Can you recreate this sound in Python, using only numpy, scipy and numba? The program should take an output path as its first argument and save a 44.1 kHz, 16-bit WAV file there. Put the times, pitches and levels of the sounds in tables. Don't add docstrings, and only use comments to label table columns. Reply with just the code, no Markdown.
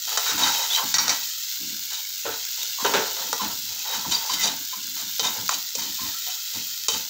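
import sys
import numpy as np
from scipy import signal
from scipy.fft import rfft, irfft
from scipy.io import wavfile
from scipy.ndimage import uniform_filter1d, minimum_filter1d
from numba import njit

SR = 44100
rng = np.random.default_rng(int(sys.argv[2]) if len(sys.argv) > 2 else 0)


def unload_wav(signal):
    wavfile.write(
        sys.argv[1],
        SR,
        np.round(np.clip(np.atleast_2d(signal).T, -1, 1) * 32767).astype(np.int16),
    )


N = 312669
T = np.arange(N) / SR


def undb(db):
    return 10 ** (np.asarray(db) / 20)


def unit(x):
    return x / np.sqrt(np.mean(x ** 2))


def unit_energy(x):
    return x / np.sqrt(np.sum(x ** 2))


def curve(rows):
    return undb(np.interp(T, *np.transpose(rows)))


def through(x, response):
    return signal.fftconvolve(x, response)[:len(x)]


def add(out, start_s, x):
    i = max(int(start_s * SR), 0)
    out[i:i + len(x)] += x[:N - i]


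def colour(points, size=16384):
    hz, db = np.transpose(points)
    bin_hz = np.arange(size // 2 + 1) * SR / size
    log_gain = np.log(undb(np.interp(np.log(bin_hz + 1), np.log(hz), db)))
    cepstrum = irfft(log_gain)
    cepstrum[1:size // 2] *= 2
    cepstrum[size // 2 + 1:] = 0
    return unit_energy(irfft(np.exp(rfft(cepstrum))))


def band(x, hz, width_hz):
    centre_hz = min(hz, SR / 3)
    q = hz / min(width_hz, SR / 3)
    return signal.lfilter(*signal.iirpeak(centre_hz, q, fs=SR), x)


@njit
def sweep(x, hz, width):
    y, b, low = np.empty(len(x)), 0., 0.
    for i in range(len(x)):
        g, k = np.tan(np.pi * hz[i] / SR), width / hz[i]
        v = (b + g * (x[i] - low)) / (1 + g * (g + k))
        b, low, y[i] = 2 * v - b, low + 2 * g * v, k * v
    return y


def walk(rate):
    k = max(int(SR / rate), 2)
    steps = np.repeat(rng.standard_normal(N // k + 1), k)
    return unit(uniform_filter1d(steps, k)[:N])


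def wandering(count, rate):
    shares = undb(6 * np.array([walk(rate) for _ in range(count)]))
    return shares / np.sqrt(np.sum(shares ** 2, axis=0))


def clicks(rate, spread_db, size=N):
    sizes = undb(spread_db * np.minimum(rng.standard_normal(size), 2.7))
    return (rng.random(size) < rate / SR) * sizes * rng.choice([-1, 1], size)


def gesture(start, length, attack, release):
    rise = np.clip((T - start) / attack, 0, 1)
    return rise * np.exp(-np.clip((T - start - length) / release, 0, 30))


def ringing(modes, scatter_db=0.35, size=16384):
    t = np.arange(size) / SR
    ring = 0
    for hz, db, t60 in modes:
        strength, shift, phase = rng.standard_normal(3)
        cycles = hz * (1 + .001 * shift) * t + phase
        decay = undb(db + scatter_db * strength - 60 * t / t60)
        ring = ring + decay * np.sin(2 * np.pi * cycles)
    return unit_energy(ring)


def metal(modes, points, ring_db):
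    return unit_energy(colour(points) + undb(ring_db) * ringing(modes))


def bubbles(lo_hz, hi_hz, rate, cycles, spread_db, count):
    pitches = np.geomspace(lo_hz, hi_hz, num=count) * (1 + 0.02 * rng.standard_normal(count))
    pops = [band(clicks(rate, spread_db), hz, hz / cycles) / np.sqrt(hz) for hz in pitches]
    return unit(sum(pops))


def pan_wall(x):
    delay_s = .00142 * (1 + .06 * walk(rate=5))
    low_mids = band(x, hz=1800, width_hz=1900)
    return x + undb(-6) * np.interp(T - delay_s, T, low_mids)


# time_s, level_db
FRYING_LEVEL = [(0.0, -30), (0.12, -28), (0.35, -26.5), (0.53, -26.5), (1.95, -31.5), (2.23, -31.5),
                (2.84, -28.5), (3.77, -30.5), (4.32, -29), (4.54, -32), (4.8, -31.5), (5.35, -29),
                (5.63, -31.5), (6.02, -29.5), (7.01, -31), (7.09, -32)]
# freq_hz, level_db (per Hz)
STEAM_COLOUR = [(300, -27), (650, -29), (1100, -24), (1450, -13), (2200, -12.5), (3000, -5.5), (3900, -.5),
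                (5200, -1), (7000, 0), (8200, -11), (9300, -21.5), (11300, -18), (13000, -7), (15000, 0)]
# start_s, level_db
OIL_SPITS = [(0.101, -6), (0.5344, -9), (2.159, -10), (2.452, -4), (2.6315, -1), (3.514, -15), (4.9552, -8),
             (5.184, -2), (5.48, -2)]


def sizzle(level_db=2.5, spit_db=3, spit_decay_s=0.00055):
    bursts = unit(clicks(rate=3600, spread_db=-0.5)) * undb(0.66 * walk(130))
    crackle = undb(-8) * unit(clicks(rate=70, spread_db=3))
    fizz = undb(-9) * bubbles(3300, 9200, rate=77, cycles=3.8, spread_db=-1.0, count=6)
    simmer = undb(-15) * bubbles(1300, 3200, rate=7, cycles=25, spread_db=4, count=12)
    ticks = undb(-12) * unit(band(clicks(rate=45, spread_db=4.5), hz=14500, width_hz=3500))
    oil = unit(bursts + crackle + ticks + fizz + simmer) * curve(FRYING_LEVEL) * undb(level_db)
    t = np.arange(256) / SR
    for start_s, db in OIL_SPITS:
        spit = rng.standard_normal(len(t)) * np.exp(-t / spit_decay_s)
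        add(oil, start_s, undb(db + spit_db) * unit_energy(spit))
    return pan_wall(through(oil, colour(STEAM_COLOUR)))


# freq_hz, level_db (per Hz)
BURNER_SPECTRUM = [(25, -24), (65, 6), (100, 23), (200, -17), (400, -34), (800, -26), (2000, 4)]


def burner(level_db=-61):
    return undb(level_db) * through(rng.standard_normal(N), colour(BURNER_SPECTRUM))


# start_s, push_s, bowl_rub_db, edge_bite_db, bowl_resonance_hz
BLADE_STROKES = [(0.07, 0.18, -39.5, -33, 880), (0.255, 0.049, -30, -25.5, 1190),
                 (0.373, 0.11, -28.5, -23, 1050), (0.52, 0.13, -36.5, -30, 980),
                 (0.704, 0.06, -39.5, -24, 970), (0.765, 0.064, -31, -44, 950),
                 (0.96, 0.16, -32, -35, 1280), (1.11, 0.038, -44, -29.5, 1130),
                 (1.904, 0.051, -45.5, -33, 1100), (2.262, 0.066, -38.5, -50, 1230),
                 (2.57, 0.055, -47, -38, 610), (2.783, 0.024, -35, -44, 1060),
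                 (2.844, 0.036, -26, -27.5, 560), (2.937, 0.078, -28.5, -34, 1040),
                 (3.161, 0.08, -34, -34, 600), (3.401, 0.055, -32, -35, 845), (3.66, 0.18, -52, -42, 910),
                 (3.849, 0.078, -39, -40, 900), (3.918, 0.033, -31, -26.5, 1030),
                 (4.04, 0.036, -41, -48, 900), (4.107, 0.025, -28.5, -22.5, 800),
                 (4.19, 0.079, -40.5, -51, 780), (4.291, 0.045, -33.5, -24, 1120),
                 (4.39, 0.033, -38, -25.5, 1200), (4.429, 0.049, -30.5, -23.5, 850),
                 (4.722, 0.023, -43.5, -44, 1100), (4.96, 0.047, -41.5, -33.5, 1190),
                 (5.226, 0.042, -32, -24.5, 940), (5.34, 0.054, -40.5, -49, 716),
                 (5.506, 0.023, -39, -25, 1080), (5.779, 0.051, -40, -29.5, 950),
                 (5.975, 0.1, -44, -39, 1130), (6.263, 0.034, -47, -31.5, 800),
                 (6.53, 0.045, -46, -31.5, 760), (6.91, 0.056, -40, -27, 620)]
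RUB_ATTACK_S, RUB_RELEASE_S = 0.0079, 0.044
BITE_ATTACK_S, BITE_RELEASE_S = 0.006, 0.028
RESTING_DB = -67.5


def pushes():
    resting = undb(RESTING_DB) ** 2
    mean_hz = np.mean([row[-1] for row in BLADE_STROKES])
    rub, bite, place = resting, 0, resting * mean_hz
    for start_s, push_s, rub_db, bite_db, hz in BLADE_STROKES:
        power = (undb(rub_db) * gesture(start_s, push_s, RUB_ATTACK_S, RUB_RELEASE_S)) ** 2
        rub, place = rub + power, place + power * hz
        bite = bite + (undb(bite_db) * gesture(start_s, push_s, BITE_ATTACK_S, BITE_RELEASE_S)) ** 2
    uneven = undb(1.0 * walk(35))
    return np.sqrt(rub) * uneven, np.sqrt(bite) * uneven, place / rub


def slipping(rate, judder_hz, judder_db):
    return clicks(rate, 0.99) * undb(judder_db * walk(judder_hz))


def friction(modes, points, ring_db, rate, judder_hz, judder_db, count=3):
    pressed = [(hz, db, t60 * .4) for hz, db, t60 in modes]
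    slips = slipping(rate, judder_hz, judder_db)
    places = wandering(count, rate=18)
    return unit(sum(through(slips * share, metal(pressed, points, ring_db)) for share in places))


# freq_hz, level_db, t60_s
GRIPPED_BLADE_MODES = [(2080, -13, .03), (2500, -12, .025), (3085, -2, 0.07), (3700, -3, 0.06),
                       (3805, 0, .07), (3980, -2, 0.05), (4270, -7, .03), (4690, -2, 0.07),
                       (5280, -4, 0.025), (5780, -3, 0.035), (6170, -3, 0.03), (6710, -5, 0.025)]
# freq_hz, level_db (per Hz)
BLADE_SPECTRUM = [(900, -19), (1900, -15), (2600, -1.5), (3200, -6.5), (3900, -5), (4900, -1), (6100, 5.5),
                  (7300, 3.5), (9200, -12), (11500, -13), (15000, 5)]
ROLL_DETUNE, ROLL_DB, ROLL_PER_S = 0.005, 2.2, 30


def rasping(oiled_hz=8000, ring_db=4.5):
    slips = slipping(rate=2000, judder_hz=190, judder_db=2.8)
    oiled = signal.butter(3, min(oiled_hz, SR / 3), fs=SR, output="sos")
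    grit = signal.sosfilt(oiled, through(slips, colour(BLADE_SPECTRUM)))
    ring = 0
    for hz, db, t60 in GRIPPED_BLADE_MODES:
        centre_hz = hz * (1 + ROLL_DETUNE * walk(ROLL_PER_S))
        width_hz = float(np.log(1000) / np.pi / t60)
        mode = sweep(slips, centre_hz, width_hz)
        ring = ring + unit(mode) * undb(db + ROLL_DB * walk(ROLL_PER_S))
    return unit(unit(grit) + undb(ring_db) * unit(ring))


# freq_hz, level_db, t60_s
BOWL_MODES = [(417, -9, .15), (448, -3.5, 0.3), (560, -1, .06), (650, 1, .06), (719, 0, 0.2),
              (866, 4.5, 0.11), (940, 3, 0.05), (1013, 1, 0.13), (1190, 0, 0.08), (1315, -3, 0.25),
              (1549, -8, 0.15)]
# freq_hz, level_db (per Hz)
BOWL_SPECTRUM = [(120, -25.5), (330, -14), (460, -1.5), (680, -0.5), (900, 0.5), (1350, 2.5), (1800, -0.5),
                 (2600, -1), (5000, -15)]


def scraping(edge_db=-0.5, hollow_width_hz=750, wander=0.15):
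    drag, bite, hollow_hz = pushes()
    rub = friction(BOWL_MODES, BOWL_SPECTRUM, ring_db=-3, rate=900, judder_hz=68.6, judder_db=2.0)
    centre_hz = hollow_hz * np.exp(wander * walk(30))
    bowl = unit(sweep(rub, centre_hz, float(hollow_width_hz)))
    return undb(edge_db) * rasping() * bite + bowl * drag


# start_s, length_s, patter_db, pan_rocking_db
FOOD_FLOPS = [(0.314, 0.18, -41, -51), (0.824, 0.035, -40, -52), (0.93, 0.19, -44.5, -55.5),
              (1.597, 0.15, -48, -62.5), (2.239, 0.069, -47.5, -55.5), (2.813, 0.18, -39.5, -55),
              (3.195, 0.16, -53, -66), (3.409, 0.06, -39, -45), (3.517, 0.27, -61, -59.5),
              (3.942, 0.071, -45.5, -64), (4.059, 0.059, -39, -45.5), (4.304, 0.21, -48.5, -60),
              (4.45, 0.15, -50, -60), (4.756, 0.2, -54, -63), (5.017, 0.042, -48, -67),
              (5.209, 0.099, -43.5, -55), (5.37, 0.062, -48, -55), (5.526, 0.041, -50, -58),
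              (5.762, 0.13, -46.5, -55.5), (5.999, 0.065, -44.5, -48.5), (6.541, 0.045, -43.5, -45.5),
              (6.919, 0.049, -43, -48)]
# freq_hz, level_db (per Hz)
FOOD_SPECTRUM = [(25, -35), (48, -41), (65, 1), (80, -9), (100, 11), (125, -6.5), (160, -2), (215, 4),
                 (300, 3.5), (400, -11), (700, -13), (1500, -7)]
FLOP_ATTACK_S, FLOP_RELEASE_S = 0.016, 0.027
SETTLING_DB = -73


def tumbling(patter_db=1, rocking_db=5, split_hz=125, patter_hz=225, patter_width_hz=190, wander=0.24):
    patter, rocking = undb(SETTLING_DB), 0
    for start_s, length_s, pieces_db, pan_db in FOOD_FLOPS:
        fall = gesture(start_s, length_s, FLOP_ATTACK_S, FLOP_RELEASE_S)
        patter = patter + undb(pieces_db) * fall
        rocking = rocking + undb(pan_db) * fall
    thuds = through(clicks(300, 2.5), colour(FOOD_SPECTRUM))
    pieces = sweep(thuds, patter_hz * np.exp(wander * walk(25)), float(patter_width_hz))
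    pan = signal.sosfilt(signal.butter(4, split_hz, fs=SR, output="sos"), thuds)
    return undb(patter_db) * unit(pieces) * patter + undb(rocking_db) * unit(pan) * rocking


# start_s, blade_db, bowl_db, blade_centre_hz, bowl_centre_hz,
# chatter_decay_s, ring_db (against the crack), grip (on the handle, 0-1)
STEEL_CLINKS = [(0.174, 0.5, -2, 5270, 990, 0.004, -4, 0.83), (0.9408, 3, -4, 6340, 1400, 0.0035, 3, 0),
                (0.9836, -1.5, -2.5, 5400, 1660, 0.0027, 7.5, 0),
                (1.0805, -8, -7, 5600, 1220, 0.0072, 7, 0.3), (1.094, -1, -5.5, 6000, 1430, 0.0096, 5, 0.4),
                (2.938, -5, 2, 2700, 1760, 0.04, -5, 1), (3.329, -5.5, -3, 5000, 940, 0.0026, -2, 0.2),
                (5.195, -4, -10, 3670, 630, 0.0044, 2.5, 0.87),
                (5.492, -4, -0.5, 5630, 1050, 0.0021, -5, 0.7),
                (5.543, -8, -28, 4020, 900, 0.0036, -5, 0.7), (5.752, -5, -18, 4360, 520, 0.008, -17, 0.7),
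                (6.884, 4.5, -5, 4700, 550, 0.0023, -3.5, 0.96)]
# freq_hz, level_db, t60_s
LOOSE_BLADE_MODES = [(1938, -11, 0.5), (2290, -14, 0.45), (2545, -14, 0.4), (3758, -1, 0.16),
                     (4058, -3, 0.18), (4534, 0, 0.26), (4988, -1.5, 0.1), (5560, -3, 0.1), (5635, 3, 0.15),
                     (6042, -9, 0.28), (6185, -8, 0.15), (6626, -5, 0.13)]


def clinks(blade_db=8, bowl_db=7, rattle_db=9, bowl_ring_db=-7, blade_width_hz=4500, knock_span=1.82):
    out, t = np.zeros(N), np.arange(16384) / SR
    contact = 1 + 2.5 * np.exp(-t / .012)
    for start_s, steel_db, iron_db, steel_hz, iron_hz, chatter_s, ring_db, grip in STEEL_CLINKS:
        rebounds = clicks(12000, 1.36, size=len(t)) * np.exp(-t / chatter_s)
        push = undb(rattle_db) * unit_energy(rebounds)
        push[0] += 1
        crack = unit_energy(band(through(push, colour(BLADE_SPECTRUM)), steel_hz, blade_width_hz))
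        gripped = grip * ringing(GRIPPED_BLADE_MODES)
        loose = (1 - grip) * contact * ringing(LOOSE_BLADE_MODES)
        blade = crack + undb(ring_db) * unit_energy(gripped + loose)
        edges_hz = [iron_hz / knock_span ** 1.5, iron_hz * knock_span]
        knock_band = signal.butter(4, edges_hz, "band", fs=SR, output="sos")
        bowl = through(push, metal(BOWL_MODES, BOWL_SPECTRUM, bowl_ring_db))
        knock = unit_energy(signal.sosfilt(knock_band, bowl))
        add(out, start_s, undb(steel_db + blade_db) * blade + undb(iron_db + bowl_db) * knock)
    return out


# start_s, level_db, decay_s, centre_hz
FOOD_SHOVES = [(0.291, -30.5, 0.0071, 1110), (2.251, -27, 0.029, 480), (2.843, -19.5, 0.019, 480),
               (2.938, -18, 0.023, 1060), (2.969, -31.5, 0.081, 564)]
# freq_hz, level_db (per Hz)
SHOVE_SPECTRUM = [(70, -54), (260, -8.5), (450, 9), (640, -1.5), (900, -22), (1400, 2.5), (2200, -6.5),
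                  (3800, 2), (7000, -29), (10000, -46)]


def shoves(rise_s=0.0027, ring_db=-4):
    out, t = np.zeros(N), np.arange(SR // 2) / SR
    for start_s, db, decay_s, hz in FOOD_SHOVES:
        envelope = (1 - np.exp(-t / rise_s)) * np.exp(-t / decay_s)
        grind = clicks(3500, 4.3, size=len(t)) * envelope
        clunk = band(through(grind, metal(BOWL_MODES, SHOVE_SPECTRUM, ring_db)), hz, 3 * hz)
        add(out, start_s, undb(db) * unit_energy(clunk) * np.sqrt(decay_s * SR))
    return out


# start_s, length_s, first_hz, last_hz, level_db
SLIDING_TONES = [(0.421, 0.026, 3850, 3750, -20), (0.448, 0.029, 3760, 3790, -30),
                 (0.495, 0.024, 880, 845, -30.5), (0.696, 0.041, 3520, 3340, -27),
                 (0.723, 0.048, 3070, 3190, -29), (0.728, 0.031, 3760, 3905, -22.5),
                 (0.772, 0.064, 1157, 882, -33), (2.614, 0.019, 3700, 3680, -32),
                 (2.78, 0.042, 1110, 1010, -36), (3.393, 0.035, 1127, 945, -29.5),
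                 (4.045, 0.025, 1063, 905, -32.5), (4.116, 0.04, 3790, 3830, -26.5),
                 (4.12, 0.043, 4720, 4700, -25.5), (4.295, 0.018, 1023, 980, -27.5),
                 (4.37, 0.077, 2080, 1974, -37), (4.728, 0.02, 995, 1094, -36),
                 (5.236, 0.049, 3500, 3770, -27), (5.238, .025, 946, 990, -34),
                 (5.975, 0.1, 1012, 1077, -42.5), (6.123, 0.072, 1310, 1380, -47),
                 (6.265, 0.044, 720, 744, -46.5), (6.37, 0.094, 1350, 1410, -55),
                 (6.885, 0.074, 3135, 3080, -40)]


def sliding_tones(judder_db=4):
    out = np.zeros(N)
    drift, unsteady = walk(500), undb(judder_db * walk(220))
    for start_s, length_s, first_hz, last_hz, db in SLIDING_TONES:
        end_s = start_s + length_s
        part = slice(int(start_s * SR), int(end_s * SR))
        waver_hz = np.sqrt(first_hz)
        slide_hz = np.interp(T[part], [start_s, end_s], [first_hz, last_hz])
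        hz = slide_hz + waver_hz * drift[part]
        tone = np.sin(2 * np.pi * np.cumsum(hz) / SR) * unsteady[part]
        add(out, start_s, undb(db) * unit(tone * signal.windows.tukey(len(tone), .5)))
    return out


def kitchen(x, wet_db, t60=0.28, count=4):
    t = np.arange(SR // 2) / SR
    decay = undb(-60 * t / t60) * (t > .004)
    tail = 0
    for share in wandering(count, rate=8):
        tail = tail + through(x * share, unit_energy(rng.standard_normal(len(t)) * decay))
    return (x + undb(wet_db) * tail) / np.hypot(1, undb(wet_db))


def scene():
    frying = kitchen(sizzle(), wet_db=-7.0)
    stirring = kitchen(scraping() + tumbling() + shoves() + sliding_tones(), wet_db=-4.5)
    striking = kitchen(clinks(), wet_db=-8, count=1)
    mono = frying + burner() + stirring + striking
    return np.array([mono, mono])


def record(dry, ceiling_db=-5.5, top_hz=15700):
    needed = np.minimum(1, undb(ceiling_db) / (np.abs(dry[0]) + 1e-9))
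    held = minimum_filter1d(needed, size=601, origin=-170)
    gain = uniform_filter1d(held, size=120)
    top_cut = signal.ellip(12, .1, 80, top_hz, fs=SR, output="sos")
    return signal.sosfilt(top_cut, dry * gain)


dry = scene()
out = record(dry)
unload_wav(out)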